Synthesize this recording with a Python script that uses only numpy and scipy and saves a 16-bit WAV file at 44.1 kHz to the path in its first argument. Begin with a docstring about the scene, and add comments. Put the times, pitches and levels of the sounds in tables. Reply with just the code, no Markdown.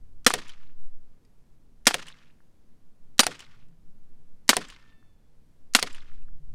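"""A gas pistol fired five times in an open, dry yard, a few metres from a phone.
Wind presses slowly on the microphone from the start, over a far drone and a faint hush.
Each shot: the hammer ticks, gas blasts from the muzzle, the slide knocks back and home, the pellet
cracks on a board, the trigger is let go. The same scattered objects echo every blast.
After the fourth hit the pellet tumbles off with a faint whine. The wind rises after the last shot."""
import sys
import numpy as np
from scipy import signal
from scipy.io import wavfile
from scipy.ndimage import uniform_filter1d

SR = 44100
rng = np.random.default_rng(int(sys.argv[2]) if len(sys.argv) > 2 else 0)


def transcribe(signal):
    """Save signal, clipped to [-1, 1], as a 16-bit WAV file at the path in sys.argv[1]."""
    frames = np.atleast_2d(signal).T
    limited = np.clip(frames, -1, 1)
    pcm = np.round(limited * 32767).astype(np.int16)
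    wavfile.write(sys.argv[1], SR, pcm)


N = 288414

# wind on the microphone: time_s, pressure_db, rumble_db
WIND_LEVELS = [(0.0, -21.5, -58), (0.16, -39, -60), (0.51, -40.5, -65.5), (0.86, -23.5, -64.5),
               (0.98, -31, -69), (1.26, -40.5, -67.5), (1.46, -52, -69), (1.89, -41.5, -66),
               (2.24, -50.5, -71), (3.09, -41, -67.5), (3.5, -43.5, -65), (4.22, -38, -68),
               (4.72, -43, -64), (4.83, -48.5, -64), (5.3, -47.5, -67), (5.7, -41.5, -66.5),
               (6.19, -22, -58), (6.54, -36, -52.5)]
# far drone: time_s, level_db
DRONE_LEVELS = [(0.0, -78), (0.46, -72.5), (0.75, -79), (2.15, -64.5), (2.57, -74), (3.71, -61.5),
                (3.92, -68.5), (4.63, -67.5), (4.97, -72.5), (6.21, -74.5), (6.41, -60.5), (6.54, -67)]
# faint hush: centre_hz, width_hz, level_db
HUSH_BANDS = [(225, 80, -69), (335, 330, -79.5), (458, 33, -85), (850, 660, -88), (1810, 1300, -92.5),
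              (4470, 4000, -87.5), (9418, 26000, -80), (13600, 2800, -90)]
# tumbling pellet: spin_multiple, level_db, rise_s
WHINE_HARMONICS = [(3, -84, .12), (4, -69, .05), (5, -86, .12), (6, -84, .12), (8, -81, .22), (10, -89, .2)]

# pellet on the board: start_s, level_db, ring_db
BOARD_HITS = [(0.3386, -8, -2.5), (1.9427, -9, -5.5), (3.2669, -9, -3.5), (4.5676, -9.5, 0),
              (5.8272, -8.5, -7.5)]
# ring of the wood: pitch_hz, level_db, t60_s
BOARD_MODES = [(416, -32, 0.15), (500, -24.5, 0.08), (725, -11.5, 0.049), (1000, -20.5, 0.05),
               (1872, -26.5, 0.11), (2930, -45.5, 0.068), (2990, -43, 0.04), (4570, -53, 0.056),
               (9170, 5, 0.0026)]
# swing of the whole board: centre_hz, width_hz, level_db, t60_s
SWAY_BANDS = [(190.5, 170, -28, 0.28), (490, 210, -19.5, 0.11)]
# splintering wood: centre_hz, width_hz, level_db, t60_s
SPLINTER_BANDS = [(1390, 3100, -11.5, 0.037), (5000, 3100, -11.5, 0.019), (10440, 18000, -18, 0.031)]

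# clearest reflectors, farthest last: delay_s, level_db, pitch_hz, cycles
CLEAR_ECHOES = [(.0410, -11.5, 1250, .7), (.0414, -21, 3700, 1.2), (.0706, -29, 4500, 3.0),
                (.1249, -31, 1500, 1.2), (.1528, -38, 2000, .8), (.1610, -40, 3500, 1.2),
                (.1905, -44, 2200, .8), (.2041, -38, 2200, .8), (.2339, -41, 1600, 1.2),
                (.2570, -42, 3600, 2.2), (.2730, -50, 1900, 1.2), (.2855, -51, 1500, 1.2),
                (.3497, -52, 1500, 1.2), (.3688, -53, 1700, 1.2), (.4030, -57, 2600, 1.0),
                (.4345, -60, 2500, 1.5), (.5362, -57, 1400, 1.1)]
# dense scatter: centre_hz, width_hz, level_db, air_loss_db_per_s
SCATTER_BANDS = [(320.36, 300, -9, 29.5), (655, 400, -13, 24.5), (1160, 700, -7, -1.5),
                 (2360, 1600, -3.5, 0), (3800, 3500, -1, 20), (5930, 5000, -3, 69.5), (8400, 3500, -6, 96),
                 (13200, 2600, -19, 110)]
# scatter from bushes and stacks: delay_s, level_db, spread_s
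SCATTER_SWELLS = [(.012, -26, 0.0085), (.045, -36, .009), (.085, -43, .015), (.126, -42, .009),
                  (.157, -50.5, .012), (.222, -52.5, .022), (.274, -59, 0.0061), (0.328, -64.5, 0.066),
                  (.372, -84, 0.015), (.435, -77, 0.034)]

# hammer, slide back, slide home for each shot: start_s, level_db
ACTION_KNOCKS = [(0.2467, -43.5), (0.2751, -18.5), (0.2995, -27), (1.8560, -38), (1.8775, -22),
                 (1.904, -32), (3.1815, -38), (3.2033, -7), (3.2348, -24), (4.4800, -35.5), (4.5017, -14),
                 (4.5358, -30.5), (5.737, -34), (5.7634, -19.5), (5.7945, -26.5)]
# trigger release and other small ticks: start_s, knock_db, ring_db, ring_hz
SMALL_TICKS = [(0.481, -48, -46, 7180), (0.494, -45.5, -36, 3070), (1.25, -64, -65, 4810),
               (2.068, -47, -55.5, 7500), (2.0838, -42.5, -34.5, 2956), (3.3931, -44.5, -56, 7630),
               (3.4045, -45.5, -35, 2960), (3.685, -70, -70, 5160), (4.6850, -48.5, -46, 7330),
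               (4.7007, -43, -35.5, 2930), (5.9288, -47, -47, 7400), (5.9470, -44, -35.5, 2938),
               (6.2220, -83.5, -57.5, 2630)]
# noise of a metal knock: centre_hz, width_hz, level_db, t60_s
KNOCK_BANDS = [(1800, 1200, -6, .014), (3500, 2500, -3, .014), (6300, 3000, 0, .012),
               (9000, 3000, -5, .012), (13500, 4000, -11, .01)]
# ring of the steel slide: pitch_hz, level_db, t60_s
SLIDE_MODES = [(4750, -21, .1), (7300, -24, .06), (9350, -19, .09)]

# pressure waves leaving the barrel: delay_ms, level_db, pitch_hz
MUZZLE_WAVES = [(0.1, -3, 2200), (0.62, -1, 2300), (2.15, 0, 1900), (2.8, -4, 1900), (4.3, -4, 1400),
                (6.15, -3, 2200)]
# barrel air (first two rows), barrel and frame: pitch_hz, level_db, delay_ms, t60_s
PISTOL_MODES = [(250, -17, 0.58, 0.12), (505, -25.5, 1.2, 0.058), (1750, -17, 2.5, 0.046),
                (5300, -3, 1.1, 0.0037)]
# escaping gas: centre_hz, width_hz, level_db, t60_s
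GAS_BANDS = [(660, 560, -17.5, 0.058), (1410, 920, -13.5, 0.055), (2600, 1700, -12, 0.049),
             (4670, 3000, -3, .03), (8200, 2100, -9, 0.036), (12300, 1900, -18, 0.053)]
# shots: start_s, level_db, barrel_db, octave_db, far_echo_db
FIRINGS = [(0.2645, -1, 1.5, 16.5, -5), (1.8687, 0, 0, 2.5, 3.5), (3.1926, -0.5, 0.5, -2.5, -7),
           (4.4913, -1, 1, -6, 2.5), (5.749, -1.5, -1, -6, 6.5)]

ECHO_TAIL_S = 1.0


def undb(db):
    """Decibels to gain."""
    return 10 ** (np.asarray(db) / 20)


def clock(length_s):
    """Sample times."""
    return np.arange(int(length_s * SR)) / SR


def fade(t, t60_s):
    """Exponential decay from t = 0, silent before."""
    return (t >= 0) * np.exp(-np.log(1000) * np.maximum(t, 0) / t60_s)


def hiss(size, hz, width_hz, order=1):
    """Noise band of unit rms."""
    edges_hz = np.sqrt(hz ** 2 + width_hz ** 2 / 4) + np.array([-width_hz, width_hz]) / 2
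    sos = signal.butter(order, np.minimum(edges_hz, .49 * SR), "bandpass", fs=SR, output="sos")
    band = signal.sosfilt(sos, rng.standard_normal(size))
    return band / band.std()


def walk(size, rate_hz):
    """Slewed random steps, spread near 1."""
    hold = int(SR / rate_hz)
    return uniform_filter1d(np.repeat(rng.standard_normal(size // hold + 1), hold), hold)[:size]


def curve(table):
    """Value columns of a time table, interpolated to every sample."""
    time_s, *columns = np.transpose(table)
    return [np.interp(np.arange(N) / SR, time_s, column) for column in columns]


def burst(t, bands):
    """Noise bands that start together and die at their own rates."""
    return sum(undb(db) * fade(t, t60_s) * hiss(len(t), hz, width_hz, order=2)
               for hz, width_hz, db, t60_s in bands)


def mode(t, hz, db, t60_s, phase_rad=0):
    """One damped resonance."""
    return undb(db) * fade(t, t60_s) * np.sin(2 * np.pi * hz * t + phase_rad)


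def puff(t, hz, cycles):
    """Short pressure wave, suction first."""
    return np.sin(2 * np.pi * hz * t) * np.exp(-.5 * (t * hz / (cycles / 2)) ** 2)


def add(out, sound, start_s):
    """Mix a sound in at a time."""
    i = int(round(start_s * SR))
    out[i:i + len(sound)] += sound[:N - i]


def background():
    """A far drone and a faint hush, both wavering slightly."""
    drone_db, = curve(DRONE_LEVELS)
    drone = undb(drone_db + walk(N, 3.2)) * hiss(N, 150, 43, order=2)
    return drone + sum(undb(db + .7 * walk(N, 6.6)) * hiss(N, hz, width_hz)
                       for hz, width_hz, db in HUSH_BANDS)


def wind(buffet_db=9.5, flicker_db=5):
    """Slow pressure, buffeting and rumble on the microphone port."""
    pressure_db, rumble_db = curve(WIND_LEVELS)
    pressure = undb(pressure_db) * hiss(N, 2.8, 5.5, order=3)
    buffet = undb(rumble_db + buffet_db + flicker_db * walk(N, 2.5)) * hiss(N, 10, 16, order=2)
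    rumble = undb(rumble_db) * hiss(N, 58, 68, order=2)
    return pressure + buffet + rumble


def pellet_whine(start_s=4.70, spin_hz=450, sag_hz_per_s2=75):
    """The fourth pellet tumbles off: unsteady harmonics of a spin that slows ever faster."""
    rise_db_per_s, hold_s, fall_db_per_s = 130, .15, 80
    t = np.maximum(np.arange(N) / SR - start_s, 0)
    phase = 2 * np.pi * np.cumsum(spin_hz - sag_hz_per_s2 * t ** 2) / SR
    out = np.zeros(N)
    for multiple, db, rise_s in WHINE_HARMONICS:
        drop_db = np.maximum(rise_db_per_s * (rise_s - t), fall_db_per_s * (t - rise_s - hold_s)).clip(0)
        out += np.sqrt(2) * undb(db - drop_db + 2.7 * walk(N, 56)) * np.sin(multiple * phase)
    return (t > 0) * out


def board(crack_db=4.5, crack_s=26e-6, sway_rise_s=.01):
    """Pellets strike wood: a sharp crack, splinters, then the board's dull ring."""
    out, t = np.zeros(N), clock(.3)
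    spike = t / crack_s - 4
    crack = undb(crack_db) * (np.exp(-.5 * spike ** 2) - .3 * np.exp(-.5 * ((spike - 4) / 3) ** 2))
    for start_s, db, ring_db in BOARD_HITS:
        ring = sum(mode(t, *row, rng.uniform(0, 1)) for row in BOARD_MODES)
        sway = burst(t, SWAY_BANDS) * np.clip(t / sway_rise_s, 0, 1)
        hit = crack + undb(ring_db) * (ring + sway) + burst(t, SPLINTER_BANDS)
        add(out, undb(db) * hit, start_s)
    return out


def faint_echoes(count=14, level_db=-30, fall_db_per_s=71.5):
    """Randomly placed objects, weaker with distance; columns as in CLEAR_ECHOES."""
    objects = rng.uniform((.12, 1500), (.52, 3800), size=(count, 2))
    return [(delay_s, level_db - fall_db_per_s * delay_s, hz, 1.4) for delay_s, hz in objects]


def yard_scatter(shared_bands, correlation=.7, ground_db=-48.5, fall_db_per_s=70):
    """Dense echo off ground, bushes and stacks; part repeats each shot, moving air changes the rest."""
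    t = clock(ECHO_TAIL_S)
    scatter = np.zeros(len(t))
    for shared, (hz, width_hz, db, loss_db_per_s) in zip(shared_bands, SCATTER_BANDS):
        fresh = np.sqrt(1 - correlation ** 2) * hiss(len(t), hz, width_hz, order=2)
        scatter += undb(db - loss_db_per_s * t) * (correlation * shared + fresh)
    ground_power = undb(ground_db - fall_db_per_s * t) ** 2
    swell_power = sum(undb(db) ** 2 * np.exp(-((t - delay_s) / spread_s) ** 2)
                      for delay_s, db, spread_s in SCATTER_SWELLS)
    grain_db = 2.2 * walk(len(t), 170) + 2.6 * walk(len(t), 900)
    return scatter * undb(grain_db) * np.sqrt(ground_power + swell_power)


def yard_slaps(echoes, far_echo_db, spread_db=1.6, smear_db=-24):
    """Single echoes of one blast, each smeared by a rough surface."""
    t, smear_t = clock(ECHO_TAIL_S), clock(.03)
    offsets_db = spread_db * rng.standard_normal(len(echoes))
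    offsets_db[-1] = far_echo_db  # the longest path swings most with the wind
    slaps = sum(undb(db + offset_db) * puff(t - delay_s, hz, cycles)
                for (delay_s, db, hz, cycles), offset_db in zip(echoes, offsets_db))
    smear = undb(smear_db) * fade(smear_t, t60_s=.025) * rng.standard_normal(len(smear_t))
    return slaps + signal.fftconvolve(slaps, smear)[:len(t)]


def knock(t, db):
    """Metal parts meet; the steel slide rings on."""
    ring = sum(mode(t, *row, rng.uniform(0, 2 * np.pi)) for row in SLIDE_MODES)
    return undb(db) * (burst(t, KNOCK_BANDS) + ring)


def action(bounce_s=.0042, bounce_db=-7):
    """Hammer, slide and trigger, heard directly and again off the ground."""
    out, t = np.zeros(N), clock(.1)
    knocks = [(start_s, knock(t, db)) for start_s, db in ACTION_KNOCKS]
    ticks = [(start_s, knock(t, db) + mode(t, hz, ring_db, t60_s=.013))
             for start_s, db, ring_db, hz in SMALL_TICKS]
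    for start_s, sound in knocks + ticks:
        add(out, sound, start_s)
        add(out, undb(bounce_db) * sound, start_s + bounce_s)
    return out


def muzzle_blast(t, barrel_db, octave_db, swell_s=.0024, breech_opens_s=.013, gas_rise_s=.001):
    """Pressure waves leave the barrel, barrel and frame ring, gas rushes out."""
    waves = sum(undb(db) * puff(t - ms / 1000, hz, cycles=.55) for ms, db, hz in MUZZLE_WAVES)
    barrel, octave, *frame = [mode(t - ms / 1000, hz, db, t60_s) for hz, db, ms, t60_s in PISTOL_MODES]
    # barrel air varies with the charge; it swells, then dies as the slide opens the breech
    column = undb(barrel_db) * barrel + undb(octave_db) * octave
    column *= np.clip(t / swell_s, 0, 1) * fade(np.maximum(t - breech_opens_s, 0), t60_s=.014)
    gas = burst(t, GAS_BANDS) * np.clip(t / gas_rise_s, 0, 1)
    return undb(-1) * waves + column + sum(frame) + gas


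def shots(lead_s=.001):
    """Five blasts, all echoed by the same yard."""
    out, t = np.zeros(N), clock(.08) - lead_s
    shared_bands = [hiss(int(ECHO_TAIL_S * SR), hz, width_hz, order=2)
                    for hz, width_hz, *_ in SCATTER_BANDS]
    echoes = faint_echoes() + CLEAR_ECHOES
    for start_s, db, barrel_db, octave_db, far_echo_db in FIRINGS:
        add(out, undb(db) * muzzle_blast(t, barrel_db, octave_db), start_s - lead_s)
        yard = yard_scatter(shared_bands) + yard_slaps(echoes, far_echo_db)
        add(out, undb(db) * yard, start_s)
    return out


def scene():
    """Mono mix at the microphone; pistol and pellet lose their deep bass, the wind keeps its own."""
    bass_cut = signal.butter(2, 45, "highpass", fs=SR, output="sos")
    shooting = shots() + action() + board() + pellet_whine()
    return (signal.sosfilt(bass_cut, shooting) + wind() + background())[None]


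def record(dry):
    """The phone dulls the highest treble, rounds the loudest peaks and cuts the top."""
    rolloff_hz, top_hz = 12200, 16500
    dull = signal.sosfilt(signal.butter(2, rolloff_hz, fs=SR, output="sos"), dry)
    return signal.sosfilt(signal.ellip(10, .2, 90, top_hz, fs=SR, output="sos"), np.tanh(dull))


dry = scene()
out = record(dry)
transcribe(out)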